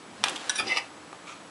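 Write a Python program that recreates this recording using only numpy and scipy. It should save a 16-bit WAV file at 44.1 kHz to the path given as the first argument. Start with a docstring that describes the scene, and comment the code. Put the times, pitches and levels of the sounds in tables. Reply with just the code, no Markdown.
"""A small kitchen knife is picked up from a baking tray, close by, in a quiet kitchen.
The hand bumps and rubs the tray; the handle knocks on it (0.24 s), skids and ticks.
The blade clinks (0.5 s), drags and squeaks by stick-slip, its ring changing as the grip closes,
then rattles off the rim (0.67-0.8 s). A soft tap (1.13 s) and a short slide of a pepper on the
cutting board follow. Steady air noise and faint appliance tones run throughout."""
import sys
import numpy as np
from scipy import signal
from scipy.fft import rfft, irfft
from scipy.io import wavfile
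from scipy.ndimage import uniform_filter1d

SR = 44100
rng = np.random.default_rng(int(sys.argv[2]) if len(sys.argv) > 2 else 0)


def bounce(signal):
    """Save signal as a 16-bit WAV file at the path given by the first command-line argument."""
    frames = np.transpose(np.atleast_2d(signal))
    limited = np.clip(frames, -1, 1)
    pcm = np.round(limited * 32767).astype(np.int16)
    wavfile.write(sys.argv[1], SR, pcm)


N = 66150


def knife_handle():
    """Handle knocks ring the tray; the shifting handle ticks in its own modes."""
    # contacts (time [s], level [dB], tilt [dB/octave])
    knocks = [(.2322, -40.5, -2.5), (.2388, -15.5, -0.2), (.2408, -23, 2), (.2450, -32, -3)]
    ticks = [(.2836, -26.5, 3), (.2946, -40, 10.5), (.2963, -38, 10), (.3595, -35, 4), (.3622, -35.5, -1.5),
             (.3650, -37, 2.5)]
    # modes (frequency [Hz], level [dB], t60 [s])
    tray_modes = [(726, -6.5, 0.083), (866, -4, 0.047), (1250, -3, 0.025), (1667, -7, 0.1),
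                  (2400, -7.5, 0.037), (2704, -2, 0.041), (3196, -0.5, 0.027), (3630, -2, 0.02),
                  (4380, -4, 0.005), (5680, -0.5, 0.017), (8400, -12, 0.011), (10550, -17, 0.013)]
    handle_modes = [(3270, 4, 0.016), (3588, 3.5, 0.048), (4040, -4, 0.0078), (5950, -11, 0.0096)]
    tray = body(tray_modes, crack_db=-6, crack_t60_s=0.037)
    handle = body(handle_modes, crack_db=2, crack_t60_s=0.023)
    return strike(knocks, tray) + strike(ticks, handle)


def knife_blade():
    """Contacts and friction ring the blade: loose, pinched in the fingers, then tip on the rim."""
    # modes per state (frequency [Hz], level [dB], t60 [s])
    loose_modes = [(950, -2.5, 0.011), (1488, 2, 0.097), (1707, 4, 0.077), (2483, -14, 0.081),
                   (2716, -7.5, 0.12), (3050, -9, 0.12), (3460, -7, .09), (3800, 6.5, 0.027),
                   (5530, -2.5, 0.052), (5862, 5, 0.028), (7250, -8.5, 0.072), (7740, -3, 0.035),
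                   (8880, -4, 0.081), (9360, -3.5, 0.015)]
    pinched_modes = [(848, -16, 0.054), (1297, -10, .07), (1773, -5, 0.033), (2326, -4.5, 0.038),
                     (2472, -2, 0.029), (2740, -10.5, 0.049), (3210, -10.5, .04), (3380, -9.5, .06),
                     (3555, -5.5, 0.051), (4900, -6, 0.027), (5490, -7, 0.02), (8800, -14, 0.0045),
                     (10190, -14, 0.019)]
    tip_modes = [(770, -6.5, 0.016), (950, -5, 0.043), (1188, -9.5, 0.034), (1815, -8, .03),
                 (1945, -2.5, 0.04), (2234, -1, 0.029), (2370, -4.5, 0.04), (2638, 1, 0.03),
                 (2975, -1, 0.016), (3570, -5, 0.021), (4150, -11, 0.022), (4947, -6.5, 0.032),
                 (5440, -9, 0.025), (5930, -9.5, 0.0084)]
    # contacts (time [s], level [dB], tilt [dB/octave])
    clinks = [(.4950, -20, 2), (.4962, -25, 0.5), (.4995, -24, -2), (.5572, -34, 4.5)]
    rim_rattles = [(.6700, -34, 4), (.7203, -30, 3), (.7622, -29, -0.5), (.7703, -22, 2), (.7738, -34, -6),
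                   (.7825, -25.5, -0.5)]
    # drags (start [s], peak [s], end [s], level [dB], tilt [dB/octave], state [0 loose, 1 pinched, 2 tip])
    strokes = [(0.534, 0.558, 0.6, -34, 1.5, 0), (0.557, 0.59, 0.62, -26.5, 2.5, 1),
               (0.589, 0.599, 0.626, -23.5, -3.5, 1), (0.643, 0.682, 0.807, -32, 5.5, 2),
               (0.667, 0.716, 0.798, -31, -2, 2), (0.74, .779, 0.8, -26, 5, 2)]
    loose = body(loose_modes, crack_db=-7, crack_t60_s=0.037)
    pinched = body(pinched_modes, crack_db=-8.5, crack_t60_s=0.011)
    tip = body(tip_modes, crack_db=-11, crack_t60_s=0.02)
    out = strike(clinks, loose) + strike(rim_rattles, tip)
    for start, peak, end, db, tilt_db, state in strokes:
        drag = tilt(friction(), tilt_db) * swell(start, peak, end, db)
        out += convolve(drag, (loose, pinched, tip)[state])
    return out


def blade_squeaks():
    """Stick-slip: the dragging blade locks onto one mode for a moment."""
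    # (start [s], peak [s], end [s], level [dB], pitch [Hz])
    squeaks = [(0.552, 0.562, 0.57, -28.5, 5630), (0.552, 0.559, 0.564, -35, 9040),
               (0.578, 0.591, 0.61, -28.5, 2450), (0.661, 0.684, 0.686, -31, 4850),
               (0.688, 0.719, 0.756, -22.5, 2048), (0.763, 0.774, 0.782, -29, 1215),
               (0.568, .582, .605, -39.5, 10300), (0.705, 0.729, 0.754, -41, 515),
               (0.743, 0.766, 0.77, -40, 482)]
    pitch_waver, flutter_db = 0.003, 1.4
    out = np.zeros(N)
    for start, peak, end, db, hz in squeaks:
        phase = 2 * np.pi * np.cumsum(hz * (1 + pitch_waver * walk(160))) / SR
        gain = swell(start, peak, end, db) * undb(flutter_db * walk(250))
        out += np.sqrt(2) * np.sin(phase) * gain
    return out


def tray_rubbing():
    """Fingers and handle rub along the tray; the handle skids after its knock."""
    # (time [s], level [dB])
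    rub_levels = [(0, -81), (.13, -55), (.23, -49.5), (.255, -39), (.31, -40.5), (.40, -41.5), (.48, -41),
                  (.63, -44.5), (.80, -47), (.88, -55)]
    # (start [s], peak [s], end [s], level [dB])
    skid_swell = (.244, 0.2652, 0.3245, -29)
    # spectra (frequency [Hz], gain [dB])
    rub_colour = [(60, -30), (200, -12.5), (600, 0.5), (1200, 1), (2200, -4.5), (3500, -4.5), (5000, -9),
                  (7000, -11.5), (11000, -19.5)]
    skid_colour = [(400, -16), (900, 0.5), (1500, -1), (2200, -3), (3500, -3), (4800, -13), (7000, -20),
                   (11000, -24)]
    rub = unit(colour(friction(), rub_colour)) * curve(rub_levels)
    skid = unit(colour(friction(), skid_colour)) * swell(*skid_swell)
    return rub + skid


def tray_rumble():
    """Friction under the hand drives the tray floor's low modes; soft bumps add dull thuds."""
    # swells (start [s], peak [s], end [s], level [dB])
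    rumbles = [(0.23, 0.309, 0.4, -39), (0.575, 0.595, 0.63, -36), (0.609, 0.625, 0.63, -39),
               (0.627, 0.664, 0.725, -34.5)]
    bumps = [(0.054, 0.094, 0.23, -51.5), (0.178, 0.203, 0.245, -43), (0.612, 0.632, 0.72, -46.5)]
    # (frequency [Hz], level [dB], t60 [s])
    floor_modes = [(195, -9.5, 0.034), (299.8, 1, 0.1), (399, -2, 0.07), (544, -3, 0.04),
                   (772, -1.5, 0.066)]
    # (frequency [Hz], gain [dB])
    bump_colour = [(50, -26), (90, -14), (115, -2.5), (160, -24), (220, 1.5), (400, -24), (2000, -53)]
    drive = friction() * sum(swell(*row) for row in rumbles)
    rumble = convolve(drive, body(floor_modes, crack_db=-27, crack_t60_s=0.02))
    thuds = noise(bump_colour) * sum(swell(*row) for row in bumps)
    return rumble + thuds


def pepper_on_board():
    """A soft tap rings the cutting board; the pepper slides with a short hiss."""
    # (time [s], level [dB], tilt [dB/octave])
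    taps = [(1.1285, -35, 1.5)]
    # (frequency [Hz], level [dB], t60 [s])
    board_modes = [(398, -3.5, 0.016), (824, -0.5, 0.03), (1050, -1, 0.018), (1228, 1, .04),
                   (2100, -9, .003)]
    # (time [s], level [dB])
    slide_levels = [(1.255, -58), (1.275, -44.5), (1.295, -43), (1.325, -44), (1.345, -51.5), (1.42, -60)]
    # (frequency [Hz], gain [dB])
    slide_colour = [(80, -30), (400, -7), (900, -16), (1250, 7), (1700, -16), (2350, 2.5), (2900, -7.5),
                    (3800, -5.5), (5000, -13.5), (6200, -9), (11000, -27)]
    board = body(board_modes, crack_db=-15.5, crack_t60_s=0.015)
    return strike(taps, board) + noise(slide_colour) * curve(slide_levels)


def kitchen_reverb(x):
    """Add the short reverberation of a small hard room."""
    # (frequency [Hz], gain [dB])
    tail_colour = [(100, -3), (1200, 1.5), (3000, -2.5), (6000, -8.5), (11000, -3.5)]
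    t60_s, tail_db, delay_s = 0.22, -8.5, 0.009
    late_s = clock() - delay_s
    tail = colour(rng.standard_normal(N), tail_colour)
    decay = (late_s > 0) * np.exp(-np.log(1000) * np.abs(late_s) / t60_s)
    return x + undb(tail_db) * convolve(x, tail * unit(decay) / np.sqrt(N))


def room_noise():
    """Steady air noise with faint, wavering appliance tones."""
    # (frequency [Hz], gain [dB])
    air_colour = [(15, -67), (25, -40), (58, -21), (81, -11.5), (134, -9), (169, -3), (274, -3.5),
                  (311, -4), (433, -4), (721, -5), (1060, -5), (1950, -11), (2580, -13), (11000, -24.5),
                  (14300, -74), (22000, -120)]
    # (frequency [Hz], level [dB])
    appliance_tones = [(301.5, -59.5), (1244, -68), (7870, -67)]
    air_db, waver_rad = -47.5, 1.7
    hum = np.zeros(N)
    for hz, db in appliance_tones:
        hum += undb(db) * np.sqrt(2) * np.sin(2 * np.pi * hz * clock() + waver_rad * walk(32))
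    return undb(air_db) * noise(air_colour) + hum


def body(modes, crack_db, crack_t60_s):
    """Impulse response, energy 1: ringing modes plus a short crack of dense high modes."""
    # (frequency [Hz], gain [dB])
    crack_colour = [(100, -23), (300, -10), (700, -2), (2000, 3), (3500, 7), (5800, 0), (7000, -3.5),
                    (11000, -10.5)]
    radiation_hz = 130  # small bodies radiate little below this
    t = clock()
    fade = lambda t60: np.exp(-np.log(1000) * t / t60) / np.sqrt(t60)
    ring = np.zeros(N)
    for k, (hz, db, t60) in enumerate(modes):
        ring += (-1) ** k * undb(db) * fade(t60) * np.sin(2 * np.pi * hz * t)
    ring = highpass(ring, radiation_hz)
    crack = noise(crack_colour) * fade(crack_t60_s)
    return unit(unit(ring) + undb(crack_db) * unit(crack)) / np.sqrt(N)


def strike(contacts, response, span_s=0.005):
    """Impulses ring a body; level is the rms over span_s, before tilt."""
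    force = np.zeros(N)
    for at_s, db, tilt_db in contacts:
        push = np.zeros(N)
        push[int(at_s * SR)] = undb(db) * np.sqrt(span_s * SR)
        force += tilt(push, tilt_db)
    return convolve(force, response)


def friction(catches_per_s=3000, spread_db=1):
    """Dense, uneven little catches on the tray, rms 1."""
    catches = rng.random(N) < catches_per_s / SR
    sign = rng.choice([-1, 1], N)
    strength = undb(spread_db * np.minimum(rng.exponential(size=N), 4))
    return unit(catches * sign * strength)


def undb(db):
    return 10 ** (np.asarray(db) / 20)


def unit(x):
    """Scale to rms 1."""
    return x / np.sqrt(np.mean(x ** 2))


def clock():
    """Sample times [s]."""
    return np.arange(N) / SR


def colour(x, points):
    """Filter by (frequency [Hz], gain [dB]) points."""
    hz, db = np.array(points).T
    bins_hz = np.maximum(np.fft.rfftfreq(2 * N, 1 / SR), 1)
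    gain = undb(np.interp(np.log(bins_hz), np.log(hz), db))
    return irfft(rfft(x, 2 * N) * gain)[:N]


def tilt(x, db_per_octave):
    """Slope the spectrum two octaves either side of 3200 Hz."""
    return colour(x, [(800, -2 * db_per_octave), (12800, 2 * db_per_octave)])


def noise(points):
    """Coloured noise, rms 1."""
    return unit(colour(rng.standard_normal(N), points))


def walk(rate_hz):
    """Smooth random wander, rms 1."""
    width = max(int(SR / rate_hz), 1)
    return unit(uniform_filter1d(uniform_filter1d(rng.standard_normal(N), width), width))


def curve(points):
    """Gain from (time [s], level [dB]) points, silent outside them."""
    return undb(np.interp(clock(), *np.array(points).T, left=-np.inf, right=-np.inf))


def swell(start_s, peak_s, end_s, db, edge_db=19):
    """Rise and fall, linear in dB; edge_db down at start and end."""
    t = clock()
    before = (peak_s - t) / max(peak_s - start_s, 1e-3)
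    after = (t - peak_s) / max(end_s - peak_s, 1e-3)
    return undb(db - edge_db * np.maximum(before, after))


def convolve(x, response):
    return signal.fftconvolve(x, response)[:N]


def highpass(x, hz):
    return signal.sosfilt(signal.butter(2, hz, "highpass", fs=SR, output="sos"), x)


def scene():
    """Knife, tray and board in the kitchen, over room noise; mono."""
    knife = knife_handle() + knife_blade() + blade_squeaks()
    handling = tray_rubbing() + tray_rumble() + pepper_on_board()
    return (kitchen_reverb(knife + handling) + room_noise())[None]


def record(dry):
    """Thin the bass and cut the top."""
    low_cut_hz, top_hz = 61, 11000
    lowpass = signal.ellip(10, 0.2, 70, top_hz, fs=SR, output="sos")
    return signal.sosfilt(lowpass, highpass(dry, low_cut_hz))


dry = scene()
out = record(dry)
bounce(out)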